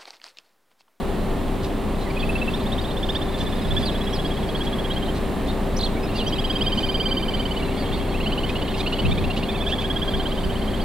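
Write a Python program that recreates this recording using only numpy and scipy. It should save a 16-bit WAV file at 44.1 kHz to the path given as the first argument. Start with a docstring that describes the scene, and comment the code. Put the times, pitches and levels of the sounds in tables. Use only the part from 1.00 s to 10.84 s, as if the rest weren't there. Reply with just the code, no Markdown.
"""Grebe chicks trill among river reeds: each harmonic syllable scoops up in pitch, about 17 a second, with a
softer arched note in each short gap. The brood, a little right of the microphone, adds a swooping squeal, hoarse
or thin chirps made as unsteady whistles, and small splashes of grainy noise. A distant machine, perhaps a pump,
hums as steady and wavering sine lines over a noise bed of low rumble and hiss; filtered noise puffs of wind
touch the microphone, and the reeds scatter a short diffuse tail of the brood."""
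import sys
import numpy as np
from scipy import signal
from scipy.fft import rfft, irfft, next_fast_len
from scipy.io import wavfile
from scipy.ndimage import uniform_filter1d, map_coordinates

SR = 44100
rng = np.random.default_rng(int(sys.argv[2]) if len(sys.argv) > 2 else 0)


def persist_wave(psi):
    """Save psi, clipped to +-1, as 16-bit WAV."""
    counts = np.round(np.clip(psi, -1, 1) * 32767).astype(np.int16)
    wavfile.write(sys.argv[1], SR, np.atleast_2d(counts).T)


N = 433944

# overtone of a thin whistle: (overtone frequency [Hz], basic level relative to the whistle [dB])
OVERTONE_LEVEL = [(7000, -27), (8500, -25), (9500, -3), (11500, -22)]


def amp(db):
    """Decibels to gain."""
    return 10 ** (np.asarray(db) / 20)


def unit(x):
    """Scale to rms 1."""
    return x / np.sqrt(np.mean(x ** 2) + 1e-20)


def along(points, hz):
    """Read (frequency [Hz], value) points on a log frequency axis."""
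    f, v = np.transpose(points)
    return np.interp(np.log(hz + 1), np.log(f + 1), v)


def at(rows, s):
    """Read every column of a curve at the times s [s]."""
    times, *columns = np.transpose(rows)
    return [np.interp(s, times, column) for column in columns]


def wobble(rate, size=N):
    """A smooth random curve through `rate` random knots a second."""
    knots = rng.standard_normal(int(size * rate / SR) + 4)
    fine = 16  # spline points per knot, joined by straight lines
    steps = np.arange((len(knots) - 1) * fine) / fine
    curve = map_coordinates(knots, [steps])
    return np.interp(np.arange(size) * rate / SR, steps, curve)


def filtered(x, response):
    """Multiply the spectrum of x by a response of frequency [Hz]."""
    m = next_fast_len(N + 8192)
    return irfft(rfft(x, m) * response(np.fft.rfftfreq(m, 1 / SR)), m)[..., :N]


def add(track, s, sound):
    """Mix a sound into the track, starting at s seconds."""
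    part = track[max(round(s * SR), 0):][:len(sound)]
    part += sound[:len(part)]


def panned(x, left_db):
    """Place a sound between left and right by their level difference."""
    return x * amp([[left_db / 2], [-left_db / 2]])


def arch(length):
    """Position -.5 to .5 through a note of `length` seconds, and its rounded swell."""
    u = np.linspace(-.5, .5, max(int(length * SR), 16))
    return u, np.abs(np.cos(np.pi * u)) ** 0.34


def swells(rows):
    """A gain curve of rounded swells: (centre [s], level [dB], length [s])."""
    flow = np.zeros(N)
    for s, db, length in rows:
        add(flow, s - length / 2, amp(db) * arch(length)[1])
    return flow


def syrinx(pitch, harmonics, jitter=0.0088):
    """The voice organ: a slightly unsteady whistle with (multiple, rms level [dB]) harmonics."""
    unsteady = pitch * (1 + jitter * wobble(670, size=len(pitch)))
    phase = 2 * np.pi * np.cumsum(unsteady) / SR
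    return np.sqrt(2) * sum(amp(db) * np.sin(k * phase) for k, db in harmonics)


def syllables():
    """One row per syllable, (time [s], manner of its trill): each trill keeps an almost even beat."""
    # trills: (first syllable [s], last syllable [s], syllables, slowing [share], syllable length at full voice [s],
    #          mean upward sweep and opening scoop of the second harmonic [Hz], pitch roughness [share],
    #          fundamental and basic third harmonic relative to the syllable's level [dB])
    trill_rows = [(1.174, 1.486, 6, -0.0013, .018, 80, 60, .005, -29, -29),
                  (1.545, 2.223, 12, 0.0029, 0.026, 440, 595, .005, -13, -16),
                  (2.292, 2.654, 7, -0.0039, 0.027, 80, 200, .006, -9.5, -20),
                  (2.716, 4.092, 24, -0.0087, 0.027, 140, 450, 0.0059, -12.5, -23),
                  (4.976, 5.223, 5, 0, 0.029, 30, 100, .006, -25, -18),
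                  (5.276, 5.62, 7, -0.034, .026, 400, 200, .008, -29, -11),
                  (5.675, 6.689, 19, .016, .025, 191, 180, 0.0044, -21, -11),
                  (6.751, 7.089, 7, 0, 0.023, 200, 150, .012, -15, -5),
                  (7.152, 7.443, 6, -0.035, 0.027, 380, 250, .011, -18, -12.5),
                  (7.502, 8.437, 16, 0.012, .026, 250, 300, 0.024, -18, -10.5),
                  (8.497, 8.734, 5, -.02, 0.031, 400, 200, 0.017, -10.5, -21),
                  (8.792, 9.804, 18, .012, .024, 290, 200, 0.0084, -12, -23)]
    rows = []
    for first, last, count, slowing, *manner in trill_rows:
        u = np.linspace(0, 1, round(count))
        beats = first + (last - first) * (u - slowing * u * (1 - u))
        rows += [(s, *manner) for s in beats]
    return np.array(rows)


def rush(spectrum):
    """Diffuse stereo noise of rms 1, its left-right likeness and balance set by frequency."""
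    # how alike the two sides are: (frequency [Hz], correlation)
    likeness = [(60, 0.8), (110, 0.86), (200, 0.87), (380, 0.8), (700, 0.82), (1290, 0.84), (2380, 0.75),
                (4400, 1), (8120, -0.08), (15000, 0.06)]
    # balance of the sides: (frequency [Hz], left minus right [dB])
    balance = [(60, 0), (110, -0.5), (200, 0), (380, 2), (700, -3), (1290, -1.5), (2380, -1), (4400, -4.5),
               (8120, -0.5), (15000, 3)]

    def mid_side(hz):
        turn = np.arccos(np.clip(along(likeness, hz), -1, 1)) / 2
        return amp(along(spectrum, hz)) * [np.cos(turn), np.sin(turn)]

    mid, side = filtered(rng.standard_normal((2, N)), mid_side)
    sides = np.array([mid + side, mid - side])
    return unit(filtered(sides, lambda hz: amp(np.outer([.5, -.5], along(balance, hz)))))


def background(rumble_db=-26.5, air_db=-41):
    """Far rumble under the even hiss of reeds and water, each a gently wavering noise."""
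    # far rumble: (frequency [Hz], relative density [dB per Hz])
    rumble_spectrum = [(12, -9.5), (21, 2.5), (42, -9), (68, -7), (110, -9), (170, -7), (225, -5.5),
                       (300, -7.5), (370, -11), (560, -12.5), (720, -14.5), (1190, -21.5), (1420, -27.5),
                       (2500, -47)]
    # hiss of reeds and water: (frequency [Hz], relative density [dB per Hz])
    air_spectrum = [(900, -56), (1400, -5.5), (1750, 1.75), (2300, -2), (3200, -2.5), (4200, -7),
                    (5000, -16), (6300, -23.5), (7400, -15), (9000, -14), (12000, -19.5), (16000, -35)]
    rumble = amp(rumble_db + 0.14 * wobble(2.86)) * rush(rumble_spectrum)
    air = amp(air_db + 0.87 * wobble(1.97)) * rush(air_spectrum)
    return rumble + air


def machine(waver_db=3.0):
    """Distant shaft orders and a whine; the less steady a line's phase, the more its level wavers too."""
    # machine lines: (frequency [Hz], mean rms level [dB], phase unsteadiness [rad])
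    hum_lines = [(29.6, -30.5, .06), (60, -37, 0.13), (91, -39.5, 0.18), (120, -48, 0.33),
                 (151, -44.5, 0.47), (181.4, -43, 0.68), (211, -39.5, 0.52), (240.3, -45.5, 0.61),
                 (271, -47.5, 0.87), (387, -37, 0.16), (408, -47, 0.6), (510.3, -51.5, 0.94),
                 (769.6, -50.5, 0.33), (1062, -52.5, 0.8), (1164, -54, 0.42)]
    t = np.arange(N) / SR
    lines = np.zeros(N)
    for hz, db, drift in hum_lines:
        level = amp(db + waver_db * drift * wobble(3.6))
        phase = 2 * np.pi * (hz * t + rng.random()) + drift * wobble(4)
        lines += level * np.sin(phase)
    return panned(np.sqrt(2) * lines, left_db=2.5)


def splashes(grain_db=5):
    """Paddling chicks flick water: short grainy bursts of filtered noise as spray."""
    # small splashes: (centre [s], level [dB], length [s])
    splash_times = [(.65, -39.5, 0.042), (1.02, -49, .04), (2.41, -41, 0.066), (2.81, -43, .06),
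                    (3.65, -42, .03), (4.168, -42, .04), (4.48, -47, .03), (4.84, -44, 0.1),
                    (5.18, -43, 0.09), (5.79, -43, 0.095), (7.5, -44, .04), (7.793, -40, .06),
                    (8.38, -42, 0.04), (8.71, -42, .05), (8.82, -44, 0.045)]
    # colour of the spray: (frequency [Hz], relative density [dB per Hz])
    spray_spectrum = [(1200, -39), (2500, 1), (4000, 8.5), (6000, -3.5), (9000, -8), (15000, -22)]
    spray = rng.standard_normal(N) * amp(grain_db * np.tanh(wobble(600)))
    spray = unit(filtered(spray, lambda hz: amp(along(spray_spectrum, hz))))
    return swells(splash_times) * spray


def chirps(bend_hz=700, overtone_db=-4):
    """Short arched whistles with an overtone; the hoarse ones shake quickly in pitch."""
    # thin squeaks to hoarse rasps: (centre [s], pitch [Hz], level [dB], sweep [Hz], length [s],
    #                                pitch roughness [share])
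    chirp_rows = [(1.025, 4100, -45, -200, .04, .03), (1.069, 2050, -41, -400, .03, .03),
                  (1.108, 2360, -37, -200, .018, .03), (1.109, 4650, -46, -300, .016, .02),
                  (1.226, 3050, -37, 1100, 0.013, .02), (1.297, 10500, -41, 350, .018, .006),
                  (1.361, 10700, -45, -200, .02, .006), (2.835, 4800, -43, -300, 0.034, 0.024),
                  (2.879, 4100, -30, -1800, 0.053, 0.02), (3.155, 5000, -38, -1800, 0.05, .025),
                  (4.498, 3730, -37.5, 100, .04, .03), (4.497, 4380, -44, -150, .035, .02),
                  (5.045, 5200, -44, 60, .032, .01), (5.176, 4500, -36, -300, .04, .05),
                  (5.2, 3340, -30, -700, 0.037, .04), (5.208, 4150, -37, -200, .03, .06),
                  (5.286, 5750, -41, -800, 0.032, .03), (6.785, 3420, -41, 150, .028, .02),
                  (6.805, 4550, -42, -200, 0.066, .03), (6.865, 3220, -39, 95, .03, .02),
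                  (6.936, 3550, -34.5, 700, 0.036, .025), (6.96, 4500, -45, 100, .08, .04),
                  (7.015, 3300, -41, 400, .033, .025), (7.497, 3280, -38, -500, .022, .07),
                  (7.806, 3750, -31, 0, .022, .06), (7.807, 4750, -41, 0, 0.018, .03),
                  (8.064, 2920, -34, 499, 0.022, .04), (8.12, 3550, -29.5, 600, 0.024, 0.044),
                  (8.183, 3540, -36, 400, .023, 0.048), (8.5, 2500, -38, -200, 0.028, .03),
                  (8.557, 2600, -36, -200, 0.031, .02), (8.636, 2550, -38, -100, 0.029, .02),
                  (8.7, 2680, -34, 250, 0.025, .02), (8.728, 3400, -29.5, 500, 0.038, 0.052),
                  (8.736, 1860, -38, 100, .022, .02), (8.826, 2610, -37, 100, .024, .03),
                  (8.814, 3400, -35, -200, 0.024, .05)]
    out = np.zeros(N)
    for s, hz, db, sweep, length, rough in chirp_rows:
        u, swell = arch(length)
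        pitch = hz + sweep * u - bend_hz * u ** 2
        second_db = overtone_db + along(OVERTONE_LEVEL, 2 * pitch)
        add(out, s - length / 2, amp(db) * swell * syrinx(pitch, [(1, 0), (2, second_db)], rough))
    return out


def trills(gain_db=-2, beak_hz=5000, fifth_db=-20):
    """Each syllable scoops steeply up in pitch and levels off; the throat favours the second harmonic."""
    # course of each bout: (time [s], mean pitch of the second harmonic [Hz], level before gain_db [dB])
    first_bout = [(1.176, 2520, -30), (1.36, 2660, -23.5), (1.485, 2650, -25.5), (1.545, 3560, -30),
                  (1.62, 3570, -40), (1.76, 3680, -27.5), (1.9, 3500, -38), (2.13, 3535, -22.5),
                  (2.29, 3530, -39), (2.42, 3520, -30), (2.62, 3430, -40.5), (2.76, 3490, -22.5),
                  (2.92, 3370, -35), (3.08, 3350, -31.5), (3.27, 3310, -31.5), (3.41, 3340, -39),
                  (3.57, 3310, -27.5), (3.75, 3340, -33.5), (3.92, 3250, -27.5), (4.092, 3140, -34.5)]
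    second_bout = [(4.976, 2270, -36.5), (5.07, 2740, -41.5), (5.222, 2800, -30), (5.276, 3200, -27.5),
                   (5.58, 3207, -23.5), (5.8, 3120, -24.5), (6.06, 3150, -22), (6.24, 3104, -26),
                   (6.41, 3090, -27.5), (6.58, 2980, -30), (6.689, 2710, -37.5)]
    third_bout = [(6.75, 2890, -43.5), (7.09, 2700, -42), (7.152, 2640, -34.5), (7.28, 2990, -26),
                  (7.443, 2990, -28), (7.503, 2500, -32), (7.565, 2910, -30.5), (7.69, 3000, -32.5),
                  (7.812, 2460, -33.5), (7.873, 2900, -27), (7.995, 2986, -25), (8.14, 2370, -33),
                  (8.195, 2380, -33.5), (8.255, 2720, -30), (8.38, 2890, -31), (8.436, 2780, -32.5),
                  (8.497, 3500, -29), (8.556, 3520, -36), (8.65, 3440, -27), (8.8, 3320, -27),
                  (8.97, 3310, -25), (9.15, 3240, -26.5), (9.48, 3080, -35), (9.805, 3230, -34.5)]
    course = first_bout + second_bout + third_bout
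    vary_db, detune, vary_sweep, vary_length = 0.8, 0.0039, 0.24, .07  # the last three are shares
    full_voice_db, shorten_per_db = -25, .012  # a softer syllable is shorter by this share per dB
    out = np.zeros(N)
    rows = syllables()
    draws = rng.standard_normal((len(rows), 4))
    for row, (force, tune, glide, hold) in zip(rows, draws):
        s, length, sweep, scoop, rough, first_db, third_db = row
        hz, db = at(course, s)
        hz *= 1 + detune * tune
        sweep *= 1 + vary_sweep * glide
        length *= 1 + vary_length * hold + shorten_per_db * (db - full_voice_db)
        u = arch(length)[0]
        swell = signal.windows.tukey(len(u), 0.58) ** 0.5
        onset = np.exp(-(u + .5) / 0.12)  # the voice starts flat and is pulled up to pitch
        second_hz = hz + sweep * u - abs(sweep) * u ** 2 - scoop * (onset - np.median(onset))
        # little passes above the beak's resonance
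        third_db -= 10 * np.log10(1 + (1.5 * hz / beak_hz) ** 20)
        harmonics = [(1, first_db), (2, 1), (3, third_db), (4, -37), (5, third_db + fifth_db)]
        note = syrinx(second_hz / 2, harmonics, rough)
        add(out, s - length / 2, amp(db + gain_db + vary_db * force) * swell * note)
    return out


def chatter(level_db=-46, centre_hz=3783, spread=.14, scatter=0.026, length=0.025):
    """Siblings slip faint arched whistles in around each syllable, `scatter` [s] off it, at random pitches."""
    out = np.zeros(N)
    u, swell = arch(length)
    times = syllables()[:, 0]
    draws = rng.standard_normal((len(times), 4))
    for s, (when, tune, force, glide) in zip(times, draws):
        middle_hz = centre_hz * np.exp(spread * min(tune, 1.5))
        pitch = middle_hz * (1 + 0.125 * glide * u - 0.337 * u ** 2)
        chirp = swell * syrinx(pitch, [(1, 0)], jitter=0.021)
        add(out, s + scatter * when, amp(level_db + 2.4 * force) * chirp)
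    return out


def wind():
    """Light puffs of low noise buffet each microphone port on its own."""
    # puffs at the microphone: (centre [s], level [dB], length [s])
    puff_times = [(1.3, -34, 0.23), (2.45, -30, 0.12), (2.76, -25.5, .22), (6.96, -32, 0.14),
                  (8.085, -18, 0.095), (8.21, -24.5, 0.19), (9.17, -27.5, .08), (9.47, -26, 0.073)]
    # colour of the buffeting: (frequency [Hz], relative density [dB per Hz])
    buffet_spectrum = [(12, -9), (30, -0.5), (70, -1.5), (130, -11), (220, -12.5), (400, -23), (900, -70)]
    noise = rng.standard_normal((2, N))
    return swells(puff_times) * unit(filtered(noise, lambda hz: amp(along(buffet_spectrum, hz))))


def between_notes(length=.028, droop=0.422, gain_db=-5.0):
    """A lower arched note with upper harmonics only fills each short gap, also from trill to trill."""
    # soft notes: (time [s], mean pitch [Hz], second, third and fourth harmonic before gain_db [dB])
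    note_course = [(1.2, 1160, -55, -34, -43), (1.65, 1200, -58, -49, -53), (3.0, 1320, -45, -38.5, -48),
                   (3.6, 1264, -58, -51, -60), (5.15, 1270, -43, -46, -58), (5.4, 1312, -37, -35.5, -53),
                   (6.05, 1216, -33, -44, -34), (6.5, 1177, -37, -41, -52), (7.4, 1086, -42.5, -37, -43),
                   (8.6, 1148, -40.5, -38.5, -44), (9.1, 1200, -43, -37, -45), (9.8, 1125, -55, -45, -44)]
    out = np.zeros(N)
    times = syllables()[:, 0]
    middles = (times[1:] + times[:-1]) / 2
    gaps = middles[np.diff(times) < .1]  # only the long pause stays empty
    u, swell = arch(length)
    for s, (tune, force) in zip(gaps, rng.standard_normal((len(gaps), 2))):
        hz, *levels = at(note_course, s)
        pitch = hz * (1 + 0.0082 * tune) * (1 - droop * u ** 2)
        note = swell * syrinx(pitch, enumerate(levels, 2))
        add(out, s - length / 2, amp(gain_db + 2.0 * force) * note)
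    return out


def squeal(gain_db=0.5):
    """One thin, slightly raspy whistle whose pitch swoops up and down."""
    # course of the squeal: (time [s], pitch before smoothing [Hz], level before gain_db [dB])
    swoop = [(4.757, 3800, -46), (4.771, 5700, -33.5), (4.783, 6300, -39), (4.794, 4200, -33),
             (4.803, 3420, -36), (4.814, 4500, -27.5), (4.826, 3350, -37), (4.836, 4000, -24),
             (4.854, 4540, -31), (4.864, 3270, -29), (4.872, 3420, -33), (4.883, 3000, -42)]
    out = np.zeros(N)
    t = np.arange(swoop[0][0], swoop[-1][0], 1 / SR)
    hz, db = at(swoop, t)
    harmonics = [(1, 0), (2, along(OVERTONE_LEVEL, 2 * hz))]
    whistle = syrinx(uniform_filter1d(hz, size=160), harmonics, jitter=0.033)
    add(out, t[0], amp(db + gain_db) * signal.windows.tukey(len(t), .2) * whistle)
    return out


def duet(level_db=-39, third_hz=3450, sweep_hz=900, bend_hz=1500, rough=0.054, length=0.016, lead=.003):
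    """A second chick's hoarse arched notes, strongest in the third harmonic, almost on the other's beat."""
    # span of the joining in: (from [s], to [s])
    span = (7.48, 8.46)
    out = np.zeros(N)
    times = syllables()[:, 0]
    times = times[(times > span[0]) & (times < span[1])]
    u, swell = arch(length)
    for s, (tune, force) in zip(times, rng.standard_normal((len(times), 2))):
        pitch = (third_hz * (1 + 0.028 * tune) + sweep_hz * u - bend_hz * u ** 2) / 3
        note = swell * syrinx(pitch, [(2, -8), (3, -1), (4, -10)], rough)
        add(out, s - lead - length / 2, amp(level_db + 1.3 * force) * note)
    return out


def reeds(x, t60=0.38):
    """The stems scatter a short diffuse tail to each side, decaying by 60 dB in t60 seconds."""
    t = np.arange(SR // 2) / SR
    tail = rng.standard_normal((2, len(t))) * amp(-60 * t / t60) * (1 - np.exp(-t / 0.0092))
    return signal.fftconvolve(x[None], tail / np.linalg.norm(tail[0]), axes=1)[:, :N]


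def scene(scatter_db=-16, lag_samples=1.54):
    """The brood is a little to the right, so it reaches the left later and softer; rumble is all around."""
    brood = trills() + duet() + between_notes() + chirps() + chatter() + squeal() + splashes()

    def lag(hz):  # half the delay on the left, half the advance on the right
        return np.exp(np.outer([-1, 1], 1j * np.pi * hz * lag_samples / SR))

    direct = filtered(panned(brood, left_db=-4.0), lag)
    return direct + amp(scatter_db) * reeds(brood) + machine() + background() + wind()


def record(dry, top_hz=15850):
    """The camera keeps nothing above its band limit."""
    return filtered(dry, lambda hz: hz < top_hz)


dry = scene()
out = record(dry)
persist_wave(out)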